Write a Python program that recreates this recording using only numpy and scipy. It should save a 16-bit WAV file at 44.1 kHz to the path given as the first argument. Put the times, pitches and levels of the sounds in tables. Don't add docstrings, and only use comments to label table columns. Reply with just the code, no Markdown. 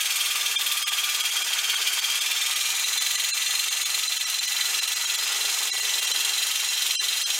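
import sys
import numpy as np
from scipy import signal
from scipy.fft import rfft, irfft, next_fast_len
from scipy.io import wavfile
from scipy.ndimage import uniform_filter1d

SR = 44100
rng = np.random.default_rng(int(sys.argv[2]) if len(sys.argv) > 2 else 0)


def materialize(psi):
    bounded = np.clip(np.atleast_2d(psi).T, -1, 1)
    quanta = np.round(bounded * 32767).astype(np.int16)
    wavfile.write(sys.argv[1], SR, quanta)


N = 325892
T = np.arange(N) / SR

# time_s, strokes_per_s
STROKE_SPEED = [(0, 20.39), (.2, 19.75), (.56, 19.72), (.75, 18.77), (1.39, 18.31), (1.8, 17.15),
                (2.1, 17.92), (2.33, 19.8), (2.53, 20.6), (2.75, 21.6), (2.92, 22.4), (3.2, 22.45),
                (3.5, 22.94), (3.9, 22.73), (4.75, 22.4), (5.35, 22.72), (5.7, 22.58), (6.6, 22.69),
                (7.39, 22.97)]
# pitch_hz, relative_db
BITE_COLOUR = [(200, -54), (900, -37), (1800, -33), (2300, -2), (2900, -5.5), (3500, 0), (4200, -13),
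               (4900, -12.5), (7000, -32), (15000, -14.5)]
CHIP_COLOUR = [(500, -39), (2500, -24), (4500, 1), (6300, -17.5), (7800, 0), (9200, 1.5), (10200, -1.5),
               (11200, 2), (12300, -5.5), (14000, 2.5), (15800, -39)]
RASP_COLOUR = [(100, -66), (280, -62), (600, -12), (1200, -11.5), (1800, -1), (2700, 2), (3500, 4.5),
               (4700, 1.5), (5500, 1.5), (6600, 7), (7900, 2.5), (10000, -2), (14000, -5.5), (15800, -11.5)]
SCRAPE_COLOUR = [(200, -44.5), (600, -14), (900, -3), (1250, -3), (1700, -2.5), (2500, 3.5), (5000, -8),
                 (12000, -40)]
RATTLE_COLOUR = [(100, -39), (240, -30), (305, -5.5), (365, -3.5), (440, 2), (510, -2.5), (650, 2.5),
                 (850, 3.5), (1500, -0.5), (5000, -67)]
HUM_COLOUR = [(250, -30), (335, -10), (361, 0), (390, -6), (430, 3), (475, -10), (700, -13), (760, -1),
              (810, -14), (950, -30)]
ROOM_COLOUR = [(20, 0), (70, 1), (160, 3.5), (260, 4), (600, -20), (4000, -18.5)]
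# pitch_hz, width_hz, stage1_db, stage2_db, stage3_db, stage4_db
STEEL_NOTES = [(1195, 43, -8, -11, -18, -16), (1277, 45, -11, -10, -9, -13), (1450, 62, -7, -13, -11, -11),
               (1634, 44, -7, -12, -13, -15), (1744, 39, -10, -7, -9, -10), (1989, 81, -6, -1, -3, -3),
               (2226, 53, -5, -6, -9, -8), (2395, 60, 2, -3, -6, -11), (2499, 33, -4, -13, -8, -6),
               (2663, 42, -2, -2, -1, -5), (2763, 34, -4, -1, -2, 0), (2927, 52, -2, -6, -4, -5),
               (3056, 57, -9, 2, -4, 1), (3112, 40, -5, -4, 2, 1), (3228, 44, 6, 0, -1, 3),
               (3384, 46, -3, -8, -2, -3), (3551, 44, 0, 3, 1, 0), (3623, 35, -10, -6, -6, -2),
               (3801, 54, -13, -1, -6, 0), (3982, 38, -8, -2, 2, 3), (4042, 45, -6, -2, 4, 4),
               (4142, 42, -4, 4, 3, 2), (4452, 54, -4, -9, -8, -11), (4633, 58, -7, -10, -9, -8),
               (5030, 41, -12, -8, -3, -4), (5103, 56, -3, -4, -5, -3), (5611, 54, -20, -15, -3, -2),
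               (5768, 91, -7, -5, -4, -2), (5964, 58, -4, -6, -7, -5), (6121, 98, -6, -1, 1, 0),
               (6309, 78, -2, -4, -9, -15), (6607, 52, -11, -4, -4, -5), (6753, 50, -9, 0, -4, -5),
               (6897, 84, -5, -4, -4, 1), (7080, 69, -14, 1, -2, -5), (7191, 52, -6, -9, -7, -7),
               (7556, 59, -12, -8, -4, -2), (8411, 66, -8, -3, -5, -4), (8982, 62, -12, -6, -9, -5),
               (9235, 125, -9, -3, -12, -4)]
# start_s, end_s, three times in a row
STAGE_CHANGES = [2.2, 2.85, 3.9, 4.1, 5.65, 5.9]
# pitch_hz, share_0_to_1
BITE_SHARE = [(1500, .05), (2000, .55), (2400, .55), (2800, .55), (3150, .8), (4100, .87), (4900, .25),
              (7000, .15), (7600, .55), (9000, .65)]
# multiple_of_tooth_rate, loaded_db, unloaded_db
GEAR_TONES = [(2, -19, -27), (3, -12, -19), (4, 0, -9), (5, -15, -19), (6, -6, -8), (7, -9, -12),
              (8, -12, -16), (9, -10, -16)]
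# pitch_hz, width_hz, gain_db
GEAR_CASE = [(3240, 90, 0), (3550, 90, -1), (4150, 90, 3)]
# time_s, level_db
WHINE_LEVEL = [(0.0, -37), (0.9, -34), (1.6, -34), (1.9, -31), (2.4, -31), (2.7, -33), (3.0, -32.5),
               (3.4, -36), (4.5, -40.5), (7.39, -41)]
# start_s, length_s, pitch_hz, level_db
BLADE_SQUEALS = [(0.0, 1.25, 1186, -46), (1.0, 1.1, 1470, -47), (1.8, 1.15, 2400, -41),
                 (3.05, .75, 2768, -43), (3.25, .7, 6140, -42), (3.2, .8, 8410, -47), (4.35, .5, 5090, -47),
                 (4.5, 1.1, 1415, -49), (4.55, 1.55, 1972, -46), (5.15, .5, 5095, -41),
                 (5.6, 1.8, 2760, -45), (5.85, 1.5, 3215, -42), (6.3, 1.1, 3112, -42)]
# time_s, relative_db
SHEET_SHAKE = [(0.0, -59), (0.55, -56.5), (0.8, -60.5), (1.35, -55), (1.55, -58), (1.85, -55.5),
               (2.1, -58.5), (2.9, -57), (3.4, -60), (3.95, -57.5), (4.2, -61.5), (4.45, -61), (4.72, -53),
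               (4.95, -56.5), (5.45, -51.5), (6.25, -53), (6.55, -57.5), (7.39, -56.5)]
# time_s, depth_db
NOISE_DIPS = [(.572, 28), (.851, 28), (.905, 11), (1.225, 13), (1.31, 12), (1.437, 12), (1.76, 10),
              (2.01, 11), (2.203, 14), (2.55, 9), (2.85, 11), (2.995, 15), (3.17, 11), (3.326, 30),
              (3.698, 16), (3.847, 15), (4.082, 16), (4.19, 14), (4.255, 17), (4.402, 13), (4.468, 14),
              (4.808, 14), (4.95, 13), (5.063, 13), (5.17, 11), (5.715, 29), (5.767, 11), (5.812, 12),
              (6.066, 11), (6.13, 13), (6.972, 32), (6.995, 28), (7.25, 27)]
# base_db, extra_db_per_lost_stroke_per_s, extra_db_per_db_of_shake
BITE_RULE, RASP_RULE, SCRAPE_RULE = (-41, .14, -.21), (-32, -.13, .19), (-38.5, .37, .25)

FREE_STROKES_PER_S, USUAL_SHAKE_DB = 23, -57
FIRST_BITE_EXTRA_DB, SETTLE_S = 8.5, 1.7


def tooth_bite(strokes):
    force = stroke_pulse(strokes, at=.9, rise=.044, fall=.12, uneven_db=3)
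    return colour(force * grit(per_s=8400, spread_db=1.5), BITE_COLOUR)


def steel_ring(strokes):
    force = stroke_pulse(strokes, at=.935, rise=.022, fall=.065, uneven_db=1)
    rubbing = grit(per_s=9000, spread_db=1) * amp(wander(2.1))
    stroke_number = np.round(strokes + 1).astype(int)
    count = stroke_number[-1] + 1
    out = np.zeros(N)
    for hz, width, *stage_db in STEEL_NOTES:
        strength = amp(2.2 * rng.standard_normal(count))[stroke_number]
        phase = rng.random(count)[stroke_number]
        push = force * strength * np.cos(2 * np.pi * (hz * T + phase))
        rub = strength * np.roll(rubbing, rng.integers(N))
        struck = unit(resonate(push, hz, .75 * width))
        rubbed = unit(resonate(resonate(rub, hz, width), hz, 2 * width))
        share = np.interp(hz, *np.transpose(BITE_SHARE))
        gain = np.interp(T, STAGE_CHANGES, np.repeat(amp(stage_db), 2)[1:-1])
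        out += gain * (np.sqrt(share) * struck + np.sqrt(1 - share) * rubbed)
    return out


def chip_hiss(strokes):
    tearing = stroke_pulse(strokes, at=.99, rise=.06, fall=.36, uneven_db=1.5)
    return colour(tearing * grit(per_s=10000, spread_db=-9), CHIP_COLOUR)


def blade_rasp():
    return colour(amp(1.4 * wander(78)) * grit(per_s=14000, spread_db=-.5), RASP_COLOUR)


def return_scrape(strokes):
    drag = stroke_pulse(strokes, at=.83, rise=.56, fall=.036, uneven_db=1.5)
    return colour(drag * grit(per_s=6000, spread_db=1.5), SCRAPE_COLOUR)


def gear_whine(strokes, teeth_per_stroke=45):
    sag = -.021 * np.sin(2 * np.pi * (strokes - .27))
    teeth = teeth_per_stroke * (strokes + sag / (2 * np.pi))
    teeth = teeth + .05 * wander(16) + .028 * wander(150)
    load = stroke_pulse(strokes, at=.02, rise=.08, fall=.35, uneven_db=1.5)
    tones = np.zeros(N)
    for multiple, loaded_db, unloaded_db in GEAR_TONES:
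        gain = amp(loaded_db) * load + amp(unloaded_db)
        tones += gain * np.cos(2 * np.pi * (multiple * teeth + rng.random()))
    tones *= amp(2.2 * wander(200))
    case = sum(amp(db) * resonate(tones, hz, width) for hz, width, db in GEAR_CASE)
    return unit(tones + case)


def blade_squeals(fade_s=.088):
    out = np.zeros(N)
    for start, length, hz, db in BLADE_SQUEALS:
        fade = np.clip(np.minimum(T - start, start + length - T) / fade_s, 0, 1)
        tone = np.cos(2 * np.pi * (hz * T + .2 * wander(35))) * amp(3 * wander(40))
        out += amp(db) * fade * unit(tone)
    return out


def bench_rattle(strokes):
    shake = 1 + stroke_pulse(strokes, at=.94, rise=.21, fall=.13, uneven_db=3)
    return colour(shake * grit(per_s=3100, spread_db=2.5), RATTLE_COLOUR)


def bench_hum(strokes):
    phase = strokes + .006 * wander(5)
    knocks = sum(np.cos(2 * np.pi * (k * phase + rng.random())) for k in range(12, 44))
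    return amp(-5 + 2 * wander(8)) * colour(knocks, HUM_COLOUR)


def plunger_throb(strokes, speed):
    return amp(-74) * (speed / speed.max()) ** 4 * np.sin(4 * np.pi * strokes)


def noise_dips(x, random_per_s=1, random_depth_db=10):
    random_dips = [(s, random_depth_db) for s in T[rng.random(N) < random_per_s / SR]]
    gain = np.ones(N)
    for time_s, depth_db in NOISE_DIPS + random_dips:
        near = abs(T - time_s) < .04
        width_s = .004 + .00028 * depth_db
        gain[near] *= amp(-depth_db * np.exp(-((T[near] - time_s) / width_s) ** 2))
    hz, _, spectrum = signal.stft(x, SR, nperseg=1024, noverlap=768)
    power = uniform_filter1d(abs(spectrum) ** 2, size=3, axis=1).clip(1e-20)
    standing_out = power / uniform_filter1d(power, size=45, axis=0).clip(1e-20)
    kept = np.clip(standing_out - 2.1, 0, 1) * ((hz > 1100) & (hz < 9800))[:, None]
    tones = signal.istft(spectrum * kept, SR, nperseg=1024, noverlap=768)[1][:N]
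    return gain * x + (1 - gain) * amp(4.5) * tones


def add_echoes(x, echo_db, decay_s=.13):
    t = T[:SR // 2]
    echoes = rng.standard_normal(len(t)) * (rng.random(len(t)) < .08)
    echoes *= (t > .001) * amp(-60 * t / decay_s)
    echoes = signal.lfilter(*signal.butter(1, 900, "highpass", fs=SR), echoes)
    return x + amp(echo_db) * signal.oaconvolve(x, echoes / np.linalg.norm(echoes))[:N]


def room_tone():
    return amp(-70) * colour(rng.standard_normal(N), ROOM_COLOUR)


def stroke_pulse(strokes, at, rise, fall, uneven_db):
    since = (strokes - at) % 1
    shape = np.exp(-since / fall) + np.exp((since - 1) / rise)
    strength = np.interp(strokes - at + 2, np.arange(256), rng.standard_normal(256))
    return shape * amp(uneven_db * strength)


def grit(per_s, spread_db):
    clicks = rng.standard_normal(N) * (rng.random(N) < per_s / SR)
    return unit(clicks * amp(spread_db * np.minimum(rng.exponential(1, N), 4)))


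def resonate(x, hz, width_hz):
    r = np.exp(-np.pi * width_hz / SR)
    return signal.lfilter([1 - r, 0, r - 1], [1, -2 * r * np.cos(2 * np.pi * hz / SR), r * r], x)


def colour(x, table):
    hz, db = np.transpose(table)
    grid_hz = abs(np.fft.fftfreq(4096, 1 / SR))
    log_gain = np.log(amp(np.interp(np.log(grid_hz + 1), np.log(hz), db)))
    response = np.fft.ifft(np.exp(np.conj(signal.hilbert(log_gain)))).real
    return unit(signal.oaconvolve(x, response[:len(response) // 2])[:N])


def wander(hz):
    size = next_fast_len(N, True)
    spectrum = rfft(rng.standard_normal(size)) / (1 + (np.fft.rfftfreq(size, 1 / SR) / hz) ** 4)
    return unit(irfft(spectrum, size)[:N])


def amp(db):
    return 10 ** (np.asarray(db) / 20)


def unit(x):
    return x / np.sqrt(np.mean(x ** 2) + 1e-20)


def scene():
    speed = np.interp(T, *np.transpose(STROKE_SPEED))
    shake_db = np.interp(T, *np.transpose(SHEET_SHAKE))
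    whine_db = np.interp(T, *np.transpose(WHINE_LEVEL))
    strokes = np.cumsum(speed) / SR - .221
    lost_speed, extra_shake_db = FREE_STROKES_PER_S - speed, shake_db - USUAL_SHAKE_DB
    bite_db, rasp_db, scrape_db = (
        base_db + per_lost_speed * lost_speed + per_shake * extra_shake_db
        for base_db, per_lost_speed, per_shake in (BITE_RULE, RASP_RULE, SCRAPE_RULE))
    bite_db += FIRST_BITE_EXTRA_DB * np.exp(-T / SETTLE_S)
    chip_db = (bite_db + rasp_db) / 2 - 2.75
    tones = amp(whine_db) * gear_whine(strokes) + amp(-42) * steel_ring(strokes)
    tones += blade_squeals() + amp(shake_db) * bench_hum(strokes)
    noise = amp(bite_db) * tooth_bite(strokes) + amp(chip_db) * chip_hiss(strokes)
    noise += amp(rasp_db) * blade_rasp() + amp(scrape_db) * return_scrape(strokes)
    noise += amp(shake_db + 4.5) * bench_rattle(strokes)
    saw = add_echoes(tones, echo_db=-15) + add_echoes(noise, echo_db=-5)
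    return (saw + plunger_throb(strokes, speed) + room_tone())[None]


def record(dry):
    treble_cut = signal.firwin(1023, 15850, window=("kaiser", 9), fs=SR)
    return signal.oaconvolve(noise_dips(dry[0]), treble_cut, "same")[None]


dry = scene()
out = record(dry)
materialize(out)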